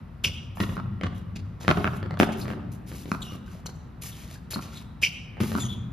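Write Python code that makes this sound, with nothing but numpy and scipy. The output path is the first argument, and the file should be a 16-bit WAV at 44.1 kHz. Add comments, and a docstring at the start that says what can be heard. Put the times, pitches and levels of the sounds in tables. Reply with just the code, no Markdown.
"""A tennis ball pops off rackets and court in a quick rally at the net of an indoor hard court.
Its shell gives the pock, the air inside a hollow note, strings and frame a thump, the felt a crack.
Shoes thud as they land, scuff over grit and squeak as the rubber sticks and slips.
The vaulted roof throws every blow back as a tight cluster of slaps; the loud volley also returns
as a dull hollow knock. The hall rings on over a low ventilation rumble."""
import sys
import numpy as np
from scipy import signal
from scipy.fft import rfft, irfft, next_fast_len
from scipy.io import wavfile

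SR = 44100
rng = np.random.default_rng(int(sys.argv[2]) if len(sys.argv) > 2 else 0)


def waveform_to_disk(signal):
    """Save audio, clipped to [-1, 1], as 16-bit WAV at the path in sys.argv[1]."""
    frames = np.transpose(np.atleast_2d(signal))
    scaled = np.clip(frames, -1, 1) * 32767
    samples = np.round(scaled).astype(np.int16)
    wavfile.write(sys.argv[1], SR, samples)


N = 261072


def from_db(db):
    return 10 ** (np.asarray(db) / 20)


def rms_one(x):
    return x / np.sqrt(np.mean(x ** 2) + 1e-20)


def at_hz(table, hz, column=1):
    table = np.array(table)
    return np.interp(np.log(hz), np.log(table[:, 0]), table[:, column])


def band(x, low_hz, high_hz, order=2):
    sos = signal.butter(order, [low_hz, min(high_hz, .49 * SR)], "band", fs=SR, output="sos")
    return signal.sosfilt(sos, x)


def seconds(length_s):
    return np.arange(int(length_s * SR)) / SR


def fade(t, t60_s):
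    return np.exp(-np.log(1000) * t / t60_s)


def rise(t, tau_s):
    return 1 - np.exp(-t / tau_s)


def ring(t, hz, t60_s):
    """Struck mode; the soft contact takes part of a cycle to start it."""
    return np.sin(2 * np.pi * hz * t) * fade(t, t60_s) * rise(t, 0.095 / hz)


def wobble(t, per_s):
    """Random curve, per_s new values a second."""
    knots = rng.standard_normal(4096)
    return np.interp(t * per_s, np.arange(len(knots)), knots)


def add(track, start_s, sound):
    at = int(round(start_s * SR))
    track[..., at:at + sound.shape[-1]] += sound[..., :N - at]


# Diffuse field: f/Hz, left-right correlation
CORRELATION = [(60, .97), (125, .95), (250, .82), (500, .3), (1200, .3), (2500, .7), (5000, .65),
               (8000, .8)]

def diffuse_bands(size):
    """Half-octave stereo noise bands as (Hz, sound); the sides are most alike in the bass."""
    edges_hz = 22 * 2 ** (np.arange(20) / 2)
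    white = rng.standard_normal((2, 2, size))
    for k, (low_hz, high_hz) in enumerate(zip(edges_hz, edges_hz[1:])):
        mid, side = band(white[k % 2], low_hz, high_hz, order=3)
        hz = np.sqrt(low_hz * high_hz)
        alike = at_hz(CORRELATION, hz)
        yield hz, (np.sqrt(1 + alike) * mid + np.sqrt(1 - alike) * side * [[1], [-1]]) / np.sqrt(2)


# Ventilation spectrum: f/Hz, relative density/dB
RUMBLE_SPECTRUM = [(25, -13.5), (60, 2.5), (110, -1.5), (180, -1.5), (300, -18), (500, -25), (1200, -26),
                   (2000, -34.5), (4000, -45.5), (7000, -56), (14000, -55.5)]

def ventilation(level_db=-41):
    """Steady low rumble filling the hall."""
    rumble = sum(from_db(at_hz(RUMBLE_SPECTRUM, hz)) * noise for hz, noise in diffuse_bands(N))
    return from_db(level_db) * rms_one(rumble)


# Grit spectrum: f/Hz, relative density/dB
GRIT_SPECTRUM = [(400, -2), (1200, -6.5), (2500, 1.5), (4500, -2.5), (6500, -2), (8500, -7), (11000, -7),
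                 (13500, -10), (15500, -11)]
# Sliding soles: t/s, length/s, level/dB, hiss re rasp/dB
SLIDES = [(0.236, 0.018, -24, -2), (0.55, 0.08, -66.5, 51), (0.595, 0.17, -51.5, 8),
          (1.142, 0.052, -57, 10), (1.354, 0.019, -48, -15.5), (1.599, 0.14, -53, -1.5),
          (1.674, 0.3, -50, 8), (2.189, 0.058, -40.5, 3), (2.317, 0.023, -43.5, -3),
          (2.367, 0.085, -50.5, 9), (2.47, 0.071, -51.5, 0), (2.712, 0.051, -61.5, 13), (2.86, 0.5, -52, 6),
          (3.455, 0.15, -59, 0), (3.654, 0.018, -41, 5), (4.012, 0.096, -43.5, 10.5), (4.109, 0.25, -51, 2),
          (4.504, 0.05, -37.5, 8.5), (4.605, 0.22, -49.5, -1.5), (5.014, 0.011, -32.5, -1),
          (5.022, 0.037, -28.5, 2), (5.397, 0.22, -44, 5.5), (5.58, 0.16, -54, 3.5)]

def scuffs(split_hz=7500, brake_db=3.5, release_s=0.03):
    """Grit rasps under a sliding sole and fades as it brakes; a faster slide trades rasp for hiss."""
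    out, hz = np.zeros(N), np.arange(1, N // 2 + 2) * SR / N
    grit = rms_one(irfft(rfft(rng.standard_normal(N)) * from_db(at_hz(GRIT_SPECTRUM, hz)), N))
    hiss = irfft(rfft(grit) / (1 + (split_hz / hz) ** 4), N)
    rasp = grit - hiss
    for start_s, length_s, level_db, bright_db in SLIDES:
        t = seconds(length_s + release_s)
        span = int(start_s * SR) + np.arange(len(t))
        swell_s = .008 + 0.01 * length_s
        pressure = np.minimum(t / swell_s, 1) * fade(np.maximum(t - length_s, 0), release_s)
        grain_db = 3 * wobble(t, 700)
        grip_db = 4 * wobble(t, 30)
        gain = from_db(level_db - brake_db * t / length_s + grain_db + grip_db)
        friction = from_db(-bright_db / 2) * rasp[span] + from_db(bright_db / 2) * hiss[span]
        add(out, start_s, gain * pressure * friction)
    return out


SQUEAK_SAG = 0.1056  # final fall, share of pitch
# Squeaking tread: t/s, length/s, f/Hz, level/dB, overtones/dB, roughness
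TREAD_SQUEAKS = [(0.2402, 0.023, 2770, -22, -13, 1.05), (0.252, 0.041, 2716, -33.5, -1, 0.94),
                 (2.408, 0.039, 4500, -46.5, -13, 0.9), (2.322, 0.015, 3200, -60, -4, 1.2),
                 (3.217, 0.026, 3580, -40, -7, 0.8), (3.225, 0.16, 2940, -51, -10, 0.34),
                 (3.662, 0.02, 4390, -45, -23, 0.77), (3.659, 0.017, 6530, -41, -25, 0.93),
                 (4.114, 0.056, 3400, -56, -23, 0.9), (4.537, 0.02, 4380, -36, -10, 0.65),
                 (4.75, 0.056, 3770, -49.5, -8, 0.8), (5.021, 0.0635, 2712, -26.5, -10, 1.05),
                 (5.031, 0.016, 2476, -18.5, -16, 0.63), (5.04, 0.033, 2380, -32, -26, 0.4),
                 (5.595, 0.072, 3500, -39, 2.5, 0.28), (5.644, 0.045, 3330, -44.5, 1, 0.5),
                 (5.682, 0.088, 3393, -42.5, -23, 0.3)]

def squeaks(chatter_db=-2.5, chatter_ratio=1.15, stutter_hz=187.4):
    """Rubber sticks and slips, sagging in pitch as it stops; hard braking jitters, a light load sings."""
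    out = np.zeros(N)
    for start_s, length_s, hz, level_db, overtone_db, rough in TREAD_SQUEAKS:
        t = seconds(length_s)
        progress = t / length_s
        waver = 0.02 * wobble(t, 100)
        jitter = rough * 0.0806 * (wobble(t, 1000) + .8 * wobble(t, 330))
        pitch_hz = hz * (1 - SQUEAK_SAG * progress ** 3 + waver + jitter)
        phase = 2 * np.pi * np.cumsum(pitch_hz) / SR
        overtones = sum(from_db(-10 * k) * np.sin((k + 2) * phase) for k in range(3))
        tone = np.sin(phase) + from_db(overtone_db + 3 * wobble(t, 500)) * overtones
        # irregular slips chatter around the pitch and its octave
        slips = rng.standard_normal(SR)[:len(t)]
        low, high = (rms_one(band(slips, mid_hz / chatter_ratio, mid_hz * chatter_ratio, order=3))
                     for mid_hz in (hz, 2 * hz))
        chatter = rough * from_db(chatter_db) * (low + from_db(overtone_db) * high)
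        stutter_db = rough * np.sin(2 * np.pi * stutter_hz * t + .5 * wobble(t, 100))
        grip = from_db(stutter_db + 2.5 * wobble(t, 250))
        envelope = np.sin(np.interp(progress, [0, 0.24, 1], [0, np.pi / 2, np.pi])) ** 1.28
        add(out, start_s, from_db(level_db) * rms_one((tone + chatter) * grip * envelope))
    return out


def chirps(per_s=58, re_slide_db=-14.5, chirp_s=0.0087, low_hz=2200, high_hz=6500):
    """Single tread blocks catch during a slide, each with a tiny squeak of its own pitch."""
    out, t = np.zeros(N), seconds(chirp_s)
    for start_s, length_s, level_db, _ in SLIDES:
        offsets_s = np.cumsum(rng.exponential(1, 64)) / per_s
        pitches_hz = low_hz * (high_hz / low_hz) ** rng.random(64)
        levels_db = level_db + re_slide_db + 3 * rng.standard_normal(64)
        for offset_s, hz, db in zip(offsets_s, pitches_hz, levels_db):
            if offset_s < length_s:
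                phase = 2 * np.pi * np.cumsum(hz * (1 - SQUEAK_SAG * t / chirp_s)) / SR
                chirp = rms_one(np.sin(phase) * np.hanning(len(t)))
                add(out, start_s + offset_s, from_db(db) * chirp)
    return out


# Thud modes: f/thud pitch, level/dB, t60/s
THUD_MODES = [(.58, -3, 0.073), (0.999, 5, 0.038), (1.548, 0, 0.032)]

def impact(thud_hz, thud_db, slap_db):
    """A slap, then knock and thud, as when weight follows tread; heavier is longer and brighter."""
    t = seconds(.15)
    detune = np.exp(.03 * rng.standard_normal())
    roll_s = 0.00022 + 0.017 * from_db(thud_db)
    thud = sum(from_db(db) * ring(t, ratio * thud_hz * detune, t60_s) for ratio, db, t60_s in THUD_MODES)
    knock = ring(t, 330 * detune, 0.015) - from_db(2) * ring(t, 560 * detune, 0.026)
    knock_db = (thud_db + slap_db) / 2 - 10
    boom = rise(t, roll_s) * (from_db(thud_db) * thud + from_db(knock_db) * knock)
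    top_hz = 3200 * from_db(0.14 * thud_db)
    noise = rms_one(band(rng.standard_normal(len(t)), 297, top_hz))
    slap = noise * rise(t, 0.0011) * fade(t, 0.0086 + 5 * roll_s)
    return signal.lfilter(*signal.butter(2, 75, "high", fs=SR), boom) + from_db(slap_db) * slap


# Shoes landing, plus a dull hollow knock the hall throws back after the loud volley (two rows, 1.77 s):
# t/s, heel lead/s (0 = none), thud f/Hz, thud level/dB, slap level/dB
STEPS_AND_HALL_KNOCK = [(0.264, 0, 89.5, -22, -36.5), (0.6013, .0302, 186.3, -10.5, -20),
                        (0.691, 0, 108, -18.5, -34), (1.0114, 0, 163, -39.5, -17.5),
                        (1.0334, 0, 177.4, -12.5, -25), (1.3629, 0, 120, -33.5, -67),
                        (1.647, .038, 167.5, -32, -23.5), (1.7715, 0, 719.7, -26, -28),
                        (1.7726, 0, 181, -13.5, -35), (2.028, 0, 224, -30.5, -24.5),
                        (2.1079, 0, 185, -36, -20), (2.1722, 0, 188, -43, -21),
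                        (2.4547, 0, 203, -33, -26.5), (2.48, 0, 226, -35, -24),
                        (2.502, 0, 172, -36.5, -22.5), (2.552, 0, 188, -34, -45),
                        (2.9159, 0, 179, -34.5, -28), (3.056, 0, 169, -31, -29), (3.321, 0, 195, -36, -33),
                        (3.6596, 0, 167, -49, -29), (4.533, 0, 602, -39, -24),
                        (4.656, 0, 173.4, -44, -34.5), (5.4030, .0338, 203, -8, -26.5),
                        (5.517, 0, 173.7, -32.5, -22.5)]

def steps_and_hall_knock(heel_thud_db=-45, heel_slap_db=-3):
    """Footfalls, heel first in a running stride, and the loud volley's echo as a hollow knock."""
    out = np.zeros((2, N))
    for start_s, heel_lead_s, thud_hz, thud_db, slap_db in STEPS_AND_HALL_KNOCK:
        add(out, start_s, echoed(impact(thud_hz, thud_db, slap_db), echo_db=-3.5))
        if heel_lead_s > 0:
            heel = impact(thud_hz, thud_db + heel_thud_db, slap_db + heel_slap_db)
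            add(out, start_s - heel_lead_s, echoed(heel, echo_db=1.5))
    return out


def judders(per_s=16, level_db=-44.5, low_hz=450, high_hz=1500):
    """A sliding sole catches now and then with a small dull knock."""
    out, t = np.zeros(N), seconds(.04)
    for start_s, length_s, _, _ in SLIDES:
        offsets_s = np.cumsum(rng.uniform(.3, 1.7, 32)) / per_s
        pitches_hz = low_hz * (high_hz / low_hz) ** rng.random(32)
        levels_db = level_db + 2 * rng.standard_normal(32)
        for offset_s, hz, db in zip(offsets_s, pitches_hz, levels_db):
            if offset_s < length_s:
                knock = ring(t, hz, 0.008) - ring(t, 1.31 * hz, 0.036)
                add(out, start_s + offset_s, from_db(db) * knock)
    return out


# Ball on strings or court: t/s, force/dB, pock f/Hz, hollow note re pock/dB,
# thump f/Hz, thump level/dB, crack level/dB, echo gain/dB
BALL_HITS = [(0.768, -23, 1325, -6.5, 183, -18.5, -39, 0), (1.6805, -4.5, 1416, -4.5, 182, -2.5, -16.5, 0),
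             (1.844, -9.5, 1450, -7, 188, -8, -34, -1.5), (2.2000, -6, 1447, 3, 235, -2.5, -11.5, -3.5),
             (3.117, -11.5, 1364, -9, 210, -6.5, -23, -9), (4.5598, -23.5, 1286, -5.5, 212, -13, -35, -1.5),
             (5.552, -17, 1316, -7.5, 207, -7.5, -31, -2)]

def ball():
    """The shell pocks, the air inside rings hollow, strings and frame thump, the felt cracks."""
    out, t = np.zeros((2, N)), seconds(.15)
    for start_s, force_db, pock_hz, hollow_db, thump_hz, thump_db, crack_db, echo_db in BALL_HITS:
        t60_s = 0.005 * from_db(-0.25 * force_db)  # a softer hit squashes less, rings longer
        lower = ring(t, 0.8 * pock_hz, t60_s) - ring(t, 1.067 * pock_hz, t60_s)
        upper = ring(t, 1.516 * pock_hz, t60_s) + from_db(3.5) * ring(t, 1.765 * pock_hz, t60_s)
        pock = lower - from_db(-4.5 + 0.8 * force_db) * upper
        hollow = (from_db(5.5) * ring(t, 302, 0.011) + from_db(-1.5) * ring(t, 540, 0.01)
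                  - from_db(4) * ring(t, 770, 0.0079)) * rise(t, 0.001)
        thump = ring(t, thump_hz, 0.023) * rise(t, 0.0025)
        crack = rms_one(band(rng.standard_normal(len(t)), 2300, 4000, order=1)) * fade(t, 0.006)
        hit = from_db(force_db) * (pock + from_db(hollow_db) * hollow)
        hit += from_db(thump_db) * thump + from_db(crack_db) * crack
        hit = signal.lfilter(*signal.butter(1, 7000, fs=SR), hit)
        add(out, start_s, echoed(hit, echo_db))
    return out


# Early reflections: delay/s, level/dB, right lead/s, scattered share, low-pass f/Hz
REFLECTIONS = [(.0096, 1, -.0005, 0.5, 2590), (.0115, -9, .0006, 0.7, 2260),
               (0.0235, -2, .0002, 0.42, 3900), (.0316, -1.5, 0, 0, 8700), (.0345, -4, 0, .5, 1800),
               (.0632, -20.5, 0, 0.4, 3980), (.0900, -9, .0001, 0.66, 1290)]

def echoed(x, echo_db, mirror_hz=250):
    """x plus stereo slaps off vault and surroundings, dulled and scattered; paths vary by spot."""
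    response, t = np.zeros((2, int(.15 * SR))), seconds(.02)
    grain = rng.standard_normal((len(REFLECTIONS), 3, len(t))) * fade(t, 0.11)
    impulse = 1. * (t == 0)
    for (delay_s, level_db, lead_s, share, dull_hz), noise in zip(REFLECTIONS, grain):
        scatter = rms_one(noise[0] + 0.68 * noise[1:])
        echo = np.sqrt(share / len(t)) * scatter + np.sqrt(1 - share) * impulse
        # long waves are mirrored whole
        echo += signal.lfilter(*signal.butter(1, mirror_hz, fs=SR), impulse - echo)
        pole = np.exp(-2 * np.pi * dull_hz / SR)
        left, right = from_db(level_db + echo_db) * signal.lfilter([1 - pole], [1, -pole], echo)
        path_s = delay_s + rng.uniform(-.0003, .0003)
        add(response[0], path_s + lead_s / 2, left)
        add(response[1], path_s - lead_s / 2, right)
    response[:, 0] += 1  # direct sound
    return signal.fftconvolve(x[None], response, axes=1)


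# Hall reverberation: f/Hz, relative energy/dB, t60/s
HALL_DECAY = [(35, 3, 1.08), (68.8, -3.5, 0.21), (134, -2.5, 3.75), (226, -10.5, 2.46), (594, -14, 1.6),
              (918, -8.5, 1.53), (2119, -19, 1.74), (3500, -7, 0.61), (5510, -14, 0.67),
              (11470, -11.5, 0.34)]

def reverberation(surge_db=3.55, surges_per_s=43.47):
    """Hall response: builds up, then dies in uneven surges; the upper bass lasts longest."""
    t, tail = seconds(2.5), 0
    for hz, noise in diffuse_bands(len(t)):
        t60_s = at_hz(HALL_DECAY, hz, column=2)
        decay = fade(t, t60_s) * np.sqrt(2 * np.log(1000) / (t60_s * SR))  # unit energy
        surges = from_db(surge_db * wobble(t, surges_per_s))
        tail += from_db(at_hz(HALL_DECAY, hz)) * noise * surges * decay
    return tail * rise(t, 0.0009)


def in_hall(early, tail, tail_db):
    """Early sound plus the hall's tail; nearer sources are drier."""
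    late = signal.fftconvolve(early.mean(axis=0)[None], tail, axes=1)
    return early[:, :N] + from_db(tail_db) * late[:, :N]


def scene():
    """Ball and footwork in one hall, over the rumble."""
    tail = reverberation()
    play = in_hall(ball(), tail, tail_db=1) + in_hall(steps_and_hall_knock(), tail, tail_db=3.5)
    play += in_hall(echoed(scuffs() + judders() + chirps(), echo_db=-9), tail, tail_db=-0.5)
    play += in_hall(echoed(squeaks(), echo_db=-15.5), tail, tail_db=0.5)
    return play + ventilation()


# Microphone ports: f/Hz, left minus right/dB, left lead/rad
MIC_PORTS = [(100, 1.5, 0), (700, 1.5, .1), (1450, -2.5, -.6), (1850, 1, 0), (2300, -1, .3),
             (2900, -.3, .6), (3500, 3.5, .7), (4400, 4.5, 0), (5700, 3.5, -1.3), (7200, 1, -1.6),
             (8400, 0, -3.14), (9900, 0, -4.9), (11400, 0, -6.28), (12700, 0, -6.5), (14500, 0, -9)]

def record(dry, low_cut_hz=42, high_cut_hz=15300):
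    """Two ports colour and delay the sides; deep bass is shed, peaks are rounded, the top is cut."""
    size = next_fast_len(N + 4096)
    hz = np.maximum(np.arange(size // 2 + 1) * SR / size, 1)
    left = from_db(at_hz(MIC_PORTS, hz) / 2) * np.exp(.5j * at_hz(MIC_PORTS, hz, column=2))
    sides = irfft(rfft(dry, size) * np.array([left, 1 / left]), size)[:, :N]
    sides = signal.sosfilt(signal.butter(2, low_cut_hz, "high", fs=SR, output="sos"), sides)
    return signal.sosfilt(signal.ellip(10, .1, 80, high_cut_hz, fs=SR, output="sos"), np.tanh(sides))


dry = scene()
out = record(dry)
waveform_to_disk(out)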